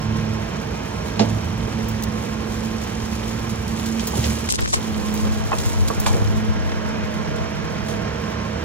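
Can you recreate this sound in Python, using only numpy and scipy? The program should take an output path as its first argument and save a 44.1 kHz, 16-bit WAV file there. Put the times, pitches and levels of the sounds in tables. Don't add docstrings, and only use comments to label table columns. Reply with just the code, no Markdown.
import sys
import numpy as np
from scipy import signal
from scipy.fft import rfft, irfft
from scipy.io import wavfile
from scipy.ndimage import uniform_filter1d

SR = 44100
rng = np.random.default_rng(int(sys.argv[2]) if len(sys.argv) > 2 else 0)


def generate_wav(signal):
    frames = np.transpose(np.atleast_2d(signal))
    scaled = np.clip(frames, -1, 1) * 32767
    pcm = np.round(scaled).astype(np.int16)
    wavfile.write(sys.argv[1], SR, pcm)


N = 381024
TIME, BINS = np.arange(N) / SR, np.fft.rfftfreq(N, 1 / SR)


def gain_of(db):
    return 10 ** (np.asarray(db) / 20)


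def evened(x):
    return x / np.sqrt(np.mean(x ** 2) + 1e-20)


def curves(rows):
    seconds, *columns = np.transpose(rows)
    return [np.interp(TIME, seconds, column) for column in columns]


def read(rows, hz):
    f, *columns = np.transpose(rows)
    return [np.interp(np.log(hz + 1), np.log(f + 1), column) for column in columns]


def colour(x, spectrum, extra_db=0):
    gain = gain_of(read(spectrum, BINS)[0] + extra_db)
    return evened(irfft(rfft(x) * gain, N))


def band(x, hz, spread, order=3):
    spread = max(spread, 1.1)
    edges = [hz / spread, min(hz * spread, .45 * SR)]
    return signal.sosfilt(signal.butter(order, edges, "band", fs=SR, output="sos"), x)


def wander(hz):
    return evened(irfft(rfft(rng.standard_normal(N)) * np.exp(-(BINS / hz) ** 2), N))


def held(start, length, attack, release):
    rise = (TIME - start) / attack
    fall = 1 - (TIME - start - length) / release
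    return np.clip(np.minimum(rise, fall), 0, 1)


def surges(rows):
    return [gain_of(db) * np.exp(-((TIME - middle) / half) ** 2 / 2) for middle, half, db in rows]


def together(*gains):
    return np.sqrt(sum(g ** 2 for g in gains))


def add(mix, s, sound):
    part = mix[:, round(s * SR):][:, :sound.shape[1]]
    part += sound[:, :part.shape[1]]


def at_level(x, db):
    power = uniform_filter1d((x ** 2).mean(0), size=260)
    return gain_of(db) * x / np.sqrt(power.max())


def tone(hz, gain, waver_db):
    turns = np.cumsum(hz) / SR + rng.random()
    return np.sqrt(2) * gain * gain_of(waver_db * wander(4.6)) * np.sin(2 * np.pi * turns)


def crackle(per_s, spread_db):
    size = gain_of(spread_db * np.minimum(rng.exponential(1, N), 5))
    return size * (rng.random(N) < per_s / SR) * rng.choice([-1, 1], N)


def scatter(t60, order=16000):
    t = np.arange(order) / SR
    return rng.standard_normal((2, order)) * gain_of(-60 * t / t60)


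# frequency in Hz, relative spectrum level in dB.
BUFFET = [(10, -29), (30, 1), (56, 8.5), (75, 11), (110, 8.5), (170, -6), (280, -9.5), (700, -77)]
# middle in s, bell half-length in s, level in dB.
GUSTS = [(4.55, .025, -25), (4.64, 0.058, -23), (4.765, 0.022, -22), (5.1, .1, -34), (5.8, 0.062, -22),
         (6.23, 0.11, -18), (6.5, 0.044, -17)]
BREEZE_START_S, BREEZE_LENGTH_S, BREEZE_ATTACK_S, BREEZE_RELEASE_S, BREEZE_DB = 4.72, 1.7, 0.59, 1.9, -23


def wind():
    eddies = colour(rng.standard_normal(N) * gain_of(2.1 * wander(13)), BUFFET)
    breeze = gain_of(BREEZE_DB) * held(BREEZE_START_S, BREEZE_LENGTH_S, BREEZE_ATTACK_S, BREEZE_RELEASE_S)
    return together(breeze, *surges(GUSTS)) * eddies * np.array([[1.1], [-.8]])


# frequency in Hz, relative spectrum level in dB.
RUMBLE = [(10, -50.5), (22, -46.5), (35, -13), (58, 1.5), (90, 0), (130, -4), (190, -3), (270, -14.5),
          (400, -31.5), (900, -69)]
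# time in seconds, level in dB.
RUMBLE_LEVEL = [(0, -30), (1.1, -30.5), (1.6, -27), (2.6, -30.5), (3.8, -29), (4.3, -32.5), (5.5, -36),
                (6.4, -36), (7.1, -46), (7.6, -43), (8.1, -34)]


def engine_rumble():
    return gain_of(curves(RUMBLE_LEVEL)[0]) * colour(rng.standard_normal((2, N)), RUMBLE)


FIRING_HZ = 37.67
# pitch in Hz, level in dB before the whine fader.
WHINE = [(549, -57), (619, -47), (657, -44.5), (926, -51), (1061, -55), (1410, -54), (1631, -56.5)]
# time in seconds, added level in dB.
WHINE_LEVEL = [(0, 2), (.9, 4.5), (2, -2), (4.3, -13), (5.5, 2), (7.2, 6)]
# multiple of the firing rate, level in dB.
DRONE_ORDERS = [(2, -41), (4, -45.5)]
# start in seconds, length in seconds, multiple of the firing rate,
# level in dB.
BOOMS = [(-.13, 0.37, 4, -29.5), (4.04, 0.2, 2, -25), (7.056, 0.89, 4, -34.5), (7.917, .7, 2, -33)]
BOOM_ATTACK_S, BOOM_RELEASE_S = 0.12, 0.66


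def engine_tones():
    speed = 1 + 0.00248 * wander(3.53) + 0.00838 * wander(27.2)
    whine_db = curves(WHINE_LEVEL)[0]
    out = sum(tone(hz * speed, gain_of(db + whine_db), waver_db=3.5) for hz, db in WHINE)
    for order, steady_db in DRONE_ORDERS:
        booms = [gain_of(db) * held(start, length, BOOM_ATTACK_S, BOOM_RELEASE_S)
                 for start, length, boom_order, db in BOOMS if round(boom_order) == round(order)]
        drone = together(gain_of(steady_db), *booms)
        out += tone(round(order) * FIRING_HZ * speed, drone, waver_db=2.5)
    return out


# frequency in Hz, relative spectrum level in dB.
CLATTER = [(80, -24), (150, -2), (200, 6.5), (280, -1), (380, -2.5), (470, -1.5), (600, -5.5), (850, -3),
           (1100, -7), (1600, -9), (2000, -11.5), (2500, -13), (3200, -16.5), (3900, -18.5), (6000, -20),
           (12000, -47)]
# centre in Hz, width in Hz, gain in dB.
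PANELS = [(446, 100, 4), (640, 27, 3.5), (1061, 10.4, 12.5), (1464, 18, -13.5), (1600, 78, 1),
          (2360, 170, 2), (3120, 144, 5), (5600, 130, 7.5)]
# frequency in Hz, relative gain in dB.
BESIDE = [(160, 6.5), (220, -1), (310, -1.5), (500, 0.6), (850, -2.5), (1500, 2), (2500, 0), (4000, -1)]
CLATTER_DB, BESIDE_DB = -27, 1.37
SIDESTEP_START_S, SIDESTEP_LENGTH_S = 6, 0.85


def engine_clatter():
    firings = np.cumsum(FIRING_HZ * (1 + .02 * wander(10))) / SR
    puffs = 1 + 0.18 * np.exp(-(firings % 1) / 0.47) * gain_of(5.4 * wander(33))
    panels_db = sum(db / (1 + (2 * (BINS - hz) / width) ** 2) for hz, width, db in PANELS)
    clatter = colour(puffs * rng.standard_normal((2, N)), CLATTER, panels_db)
    beside = gain_of(BESIDE_DB) * colour(clatter, BESIDE)
    aside = np.clip((TIME - SIDESTEP_START_S) / SIDESTEP_LENGTH_S, 0, 1)
    return gain_of(CLATTER_DB) * ((1 - aside) * clatter + aside * beside)


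# time in seconds, pitch in Hz, level in dB.
VALVE = [(0, 2520, -49), (.14, 2570, -41), (.17, 2430, -50), (.37, 2465, -45), (.7, 2450, -55),
         (1.1, 2502, -51), (1.2, 2502, -58)]


def valve():
    hz, db = curves(VALVE)
    return tone(hz * (1 + 0.0055 * wander(80)), gain_of(db), waver_db=4.5)


# time in seconds, pitch in Hz, level in dB.
GEAR = [(0, 463, -41), (1.1, 458, -36.5), (1.6, 478, -50), (2.3, 486, -37), (3.2, 486, -51.5),
        (4.3, 488, -48), (5.4, 467, -41.5), (7.2, 472, -39.5), (8.6, 467, -35)]


def gear():
    hz, db = curves(GEAR)
    return tone(hz * (1 + 0.0047 * wander(19.2)), gain_of(db), waver_db=2.5)


# time in seconds, pitch in Hz.
PUMP_SPEED = [(0, 109.2), (1.35, 108.7), (1.6, 111.6), (2.1, 109.6), (4, 112.2), (4.2, 113.3),
              (4.75, 112.1), (5.03, 105.9), (5.45, 108.1), (5.9, 108.9), (6.15, 105.8), (6.45, 108.4)]
# multiple of the fundamental, level in dB.
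PUMP_OVERTONES = [(3, -44), (4, -47.5), (5, -49.5), (6, -62)]
# start in seconds, length in seconds, fundamental in dB, octave in dB.
LOADS = [(0, 0.34, -25.5, -26.5), (1.14, 0.19, -23, -27.5), (1.44, 0.72, -31, -30), (1.677, .2, -36, -28.5),
         (2.234, .52, -38, -29), (2.93, .6, -33.5, -30), (3.66, 0.36, -46, -25.5), (4.098, 0.24, -30, -27),
         (4.822, 0.5, -51, -26), (6.15, 0.12, -24, -40), (6.297, 0.19, -32.5, -26), (6.652, 0.64, -52, -37),
         (7.76, 0.7, -32.5, -49)]
LOAD_ATTACK_S, LOAD_RELEASE_S = 0.054, 0.12
FREE_HUM_DB, FREE_OCTAVE_DB = -39, -33.5
OVERTONE_GROWTH = 0.36
PUMP_FLUTTER_DB = .9


def pump():
    hz = curves(PUMP_SPEED)[0] * (1 + 0.0028 * wander(15.5))
    first, second = gain_of(FREE_HUM_DB), gain_of(FREE_OCTAVE_DB)
    for start, length, first_db, second_db in LOADS:
        load = held(start, length, LOAD_ATTACK_S, LOAD_RELEASE_S)
        first = together(first, gain_of(first_db) * load)
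        second = together(second, gain_of(second_db) * load)
    hum = tone(hz, first, waver_db=1.0) + tone(2 * hz, second, waver_db=1.13)
    hum = hum * gain_of(PUMP_FLUTTER_DB * wander(22))
    strain = (second / gain_of(FREE_OCTAVE_DB)) ** OVERTONE_GROWTH
    overtones = sum(tone(round(k) * hz, gain_of(db) * strain, waver_db=2.0) for k, db in PUMP_OVERTONES)
    return hum + overtones


# frequency in Hz, relative spectrum level in dB.
SWIPE = [(20, -22), (100, 12), (300, 0), (450, 1), (650, -10), (950, -6), (1400, -10), (3000, -15.5),
         (8000, -9.5), (12000, -15), (16000, -19)]
# start in seconds, level in dB, length in seconds, bass corner in Hz,
# treble corner in Hz.
SWIPES = [(4.484, -23.5, .014, 300, 4530), (4.489, -23, .038, 3000, 10000), (4.518, -30, .06, 2500, 9000),
          (4.488, -28.5, .085, 300, 1500), (4.535, -31, .22, 300, 4500), (4.582, -35, .019, 700, 2200),
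          (4.611, -27, .021, 350, 1700), (4.671, -32, .012, 500, 2500), (4.67, -34, .07, 4000, 10000),
          (4.723, -18.5, .034, 600, 1800), (4.719, -25, .052, 2200, 9000), (4.745, -34, .05, 800, 6000)]


def swipes():
    catches = (crackle(per_s=3000, spread_db=2.2) * gain_of(2.5 * wander(160)) for _ in range(2))
    grit, other = (colour(c, SWIPE) for c in catches)
    shared = .5 * band(other, 4330, spread=1.96) + 0.082 * other
    scrape = np.array([shared + grit, shared - grit])
    out = np.zeros((2, N))
    for s, db, length, low_hz, high_hz in SWIPES:
        stroke = scrape[:, round(s * SR):][:, :max(round(length * SR), 20)]
        top = min(high_hz, .4 * SR)
        corners = [min(low_hz, top / 2), top]
        stroke = signal.sosfilt(signal.butter(1, corners, "band", fs=SR, output="sos"), stroke)
        add(out, s, gain_of(db) * evened(stroke * signal.windows.hann(stroke.shape[1])))
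    return out


# start in seconds, level in dB, centre in Hz.
TAPS = [(4.4905, -22, 1500), (4.5235, -14, 6000), (4.5385, -26, 1700), (4.5565, -21.5, 4500),
        (4.6075, -25, 8500), (4.659, -22, 2400)]
TAP_T60_S = .008


def taps():
    out = np.zeros((2, N))
    for s, db, hz in TAPS:
        click = band(scatter(TAP_T60_S, order=900)[0], hz, spread=2.1, order=2)
        add(out, s, at_level(click * np.array([[1], [-.3]]), db))
    return out


# middle in seconds, bell half-length in seconds, level in dB.
TUGS = [(1.07, 0.044, -38.5), (1.35, 0.07, -43), (4.25, 0.15, -27), (5.65, .07, -32.5), (6.12, 0.22, -37),
        (7.9, .045, -40)]
DRAG_START_S, DRAG_LENGTH_S, DRAG_ATTACK_S, DRAG_RELEASE_S = 0.74, 5.45, 2.88, 0.35
DRAG_DB, RESTING_LEAVES_DB = -35.3, -42
SETTLED_DB = -3


def pulling():
    drag = gain_of(DRAG_DB) * held(DRAG_START_S, DRAG_LENGTH_S, DRAG_ATTACK_S, DRAG_RELEASE_S)
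    settled = np.clip((TIME - DRAG_START_S - DRAG_LENGTH_S) / DRAG_RELEASE_S, 0, 1)
    return together(gain_of(RESTING_LEAVES_DB + SETTLED_DB * settled), drag, *surges(TUGS))


# frequency in Hz, relative spectrum level in dB.
FOLIAGE = [(200, -30), (800, -8), (2000, -3), (4500, -.7), (6000, .3), (7500, .7), (11000, 0), (13000, -4),
           (16000, -18)]


def foliage():
    power = crackle(per_s=1800, spread_db=4) ** 2 * gain_of(3.5 * wander(25))
    tick, echo = (signal.lfilter([1 / (life_s * SR)], [1, -np.exp(-1 / (life_s * SR))], power)
                  for life_s in (.0006, .012))
    leaves = np.sqrt(tick + 1.2 * echo) * rng.standard_normal((2, N))
    return pulling() * colour(leaves, FOLIAGE)


# centre in Hz, level in dB of the largest tick at full drag strength.
TWIG_SIZES = [(2200, -32), (3400, -31.5), (5000, -33), (6800, -31), (11000, -38)]
TWIGS_PER_S = 10
TWIG_SPREAD_DB, TWIG_T60_S = 10, 0.021


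def twigs():
    pull = pulling() / gain_of(DRAG_DB)
    out = np.zeros((2, N))
    for hz, db in TWIG_SIZES:
        breaks = rng.random(N) < TWIGS_PER_S * pull / SR
        clicks = breaks * gain_of(-TWIG_SPREAD_DB * rng.random(N)) * np.sqrt(pull)
        tick = at_level(band(scatter(TWIG_T60_S, order=3000), hz, spread=1.3, order=2), db)
        out += signal.oaconvolve(clicks[None], tick, axes=1)[:, :N]
    return out


# middle in seconds, bell half-length in seconds, force in dB.
CRUSHES = [(4.18, .025, -24.5), (4.29, 0.04, -28.5), (6.17, 0.041, -26.5)]
# centre in Hz, level in dB before the force.
THUMP_SIZES = [(170, -2.5), (290, -1.5), (480, -2.5), (850, -16)]
THUMPS_PER_S, THUMP_T60_S = 70, .07


def crunch():
    force = together(*surges(CRUSHES))
    out = np.zeros((2, N))
    for hz, db in THUMP_SIZES:
        breaks = (rng.random(N) < THUMPS_PER_S / SR) * gain_of(-6 * rng.random(N)) * force
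        thump = at_level(band(scatter(THUMP_T60_S, order=6000), hz, spread=1.4, order=2), db)
        out += signal.oaconvolve(breaks[None], thump, axes=1)[:, :N]
    return out


# start in seconds, level in dB, 60 dB decay in seconds,
# then four resonances in Hz, strongest first.
BOUGHS = [(5.518, -17.5, 0.055, 800, 1090, 1254, 1980), (5.529, -18, 0.093, 1060, 620, 930, 2595),
          (5.536, -20.5, .08, 463, 622, 348, 1239), (5.9015, -17.5, 0.081, 670, 1137, 444, 980),
          (6.062, -23, 0.053, 1690, 2360, 1506, 2200), (6.064, -20, 0.17, 990, 874, 2340, 570)]
WOOD_STEP_DB, BARK_DB = -3, 4
CONTACT_S = 0.0007


def boughs():
    out = np.zeros((2, N))
    for s, db, t60, *pitches in BOUGHS:
        bark = scatter(t60)
        t = np.arange(bark.shape[1]) / SR
        ring = sum(gain_of(WOOD_STEP_DB * k) * np.sin(2 * np.pi * (hz * t + rng.random((2, 1))))
                   for k, hz in enumerate(pitches))
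        ring = ring * np.minimum(t / CONTACT_S, 1) * gain_of(-60 * t / t60)
        rattle = gain_of(BARK_DB) * band(bark, pitches[0], spread=1.65)
        add(out, s, at_level(ring + rattle, db))
    return out


# start in seconds, level in dB, centre in Hz, 60 dB decay in seconds.
SNAPS = [(1.194, -18.5, 3120, 0.17), (1.295, -34.5, 4500, 0.049), (1.884, -30, 11000, 0.093),
         (2.024, -29, 7040, 0.033), (2.036, -25, 7500, 0.039), (3.772, -34, 5000, .035),
         (3.859, -28.5, 6900, 0.057), (3.995, -25, 3680, 0.057), (4.071, -23, 8500, 0.09),
         (4.24, -23, 3400, 0.1), (4.587, -26.5, 1790, 0.06), (5.14, -25, 12300, 0.056),
         (5.585, -24, 5460, 0.046), (5.877, -26, 6050, 0.026), (5.882, -22, 6600, 0.044),
         (6, -22.5, 10200, 0.06), (6.062, -24.5, 2000, 0.041), (6.063, -21.5, 5300, 0.18),
         (7.359, -37, 5500, 0.097), (7.884, -33, 6025, 0.24)]


def snaps():
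    out = np.zeros((2, N))
    for s, db, hz, t60 in SNAPS:
        burst = scatter(t60)
        ragged = evened(uniform_filter1d(rng.standard_normal(burst.shape[1]), size=60))
        fibres = gain_of(1.4 * ragged)
        add(out, s, at_level(band(burst * fibres, hz, spread=1.92), db))
    return out


# pitch in Hz, relative level in dB, 60 dB decay in seconds undamped.
HOPPER = [(107.6, 0, 0.05), (216, -0.5, 0.21), (279, -14.5, 0.33), (476, -4.5, 0.23), (530, 0, 0.026),
          (670, -5.5, 0.18), (816, -0.5, 0.054), (1040, -15.5, 0.1), (1170, -3, 0.083), (2336, -7, 0.14),
          (2840, -11, .12)]
# start in seconds, level in dB, centre in Hz,
# rattle's 60 dB decay in seconds.
KNOCKS = [(1.195, -14, 640, 0.35), (1.199, -13.5, 190, 0.78), (1.2091, -15, 470, 0.18),
          (4.135, -26.5, 900, 0.18), (4.155, -23, 169, 0.15), (4.186, -18, 107, 0.13),
          (4.245, -24, 426, 0.35), (4.276, -25, 255, 0.14), (6.063, -22.5, 815, 0.62),
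          (6.138, -27.5, 398, 0.3), (6.16, -25.5, 433, 0.17)]


def knocks():
    out = np.zeros((2, N))
    for s, db, hz, t60 in KNOCKS:
        rattle = scatter(t60)
        t = np.arange(rattle.shape[1]) / SR
        ring = sum(gain_of(mode_db - 60 * t / decay) * np.sin(2 * np.pi * (f * t + rng.random((2, 1))))
                   for f, mode_db, decay in HOPPER)
        pressed = gain_of(-20 * t / t60)
        add(out, s, at_level(band(rattle + 0.44 * ring * pressed, hz, spread=1.39, order=2), db))
    return out


# frequency in Hz, left-right balance in dB, coherence from 0 to 1,
# left lead in radians.
PORTS = [(60, -1, .97, 0), (200, -7, .99, -.2), (340, -8, .9, 0), (480, -17, .3, .7), (650, -5.5, .63, 2.1),
         (850, -.5, .78, 1.6), (1100, -4.5, .75, 1.2), (1700, -3, .73, 1.1), (2500, -1, .66, 1.6),
         (3600, -4.2, .3, 1.3), (5000, -3.5, .7, 2.8), (6200, -2.5, .63, 1.9), (7600, 0, .8, 2.2),
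         (8600, 0, .998, 3.14), (10500, 0, .999, 3.14), (11400, 0, .99, 3.14), (12100, 0, .94, 3.14),
         (13000, 0, .78, 3.4), (15500, 0, .7, 5.5)]


def ports(direct, diffuse):
    balance_db, alike, lead = read(PORTS, BINS)
    alike, ratio = np.clip(alike, 0, 1), gain_of(balance_db)
    right, other = rfft(diffuse)
    left = alike * right + np.sqrt(1 - alike ** 2) * other + rfft(direct)
    pair = np.array([left * ratio * np.exp(1j * lead), right + rfft(direct)])
    return irfft(pair * np.sqrt(2 / (1 + ratio ** 2)), N)


# time in seconds, gain
# in dB.
DIPS = [(4.48, -3), (4.515, -23), (4.572, -17), (4.592, -1.5), (4.615, -10), (4.65, -13.5), (4.745, -16.5),
        (4.77, -2.5)]


def scene():
    dip = gain_of(curves(DIPS)[0])
    hum = np.sqrt(dip) * pump()
    hum = hum + dip * (engine_tones() + gear() + valve())
    din = engine_rumble() + dip * (engine_clatter() + foliage() + twigs())
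    din = din + knocks() + crunch() + boughs() + snaps()
    return ports(hum, din) + swipes() + taps() + wind()


EDGE_HZ = 15850


def record(dry):
    rounded = dry / (1 + (dry / .8) ** 6) ** (1 / 6)
    lowpass = signal.firwin(511, EDGE_HZ, window=("kaiser", 9), fs=SR)
    return signal.oaconvolve(rounded, lowpass[None], "same")


dry = scene()
out = record(dry)
generate_wav(out)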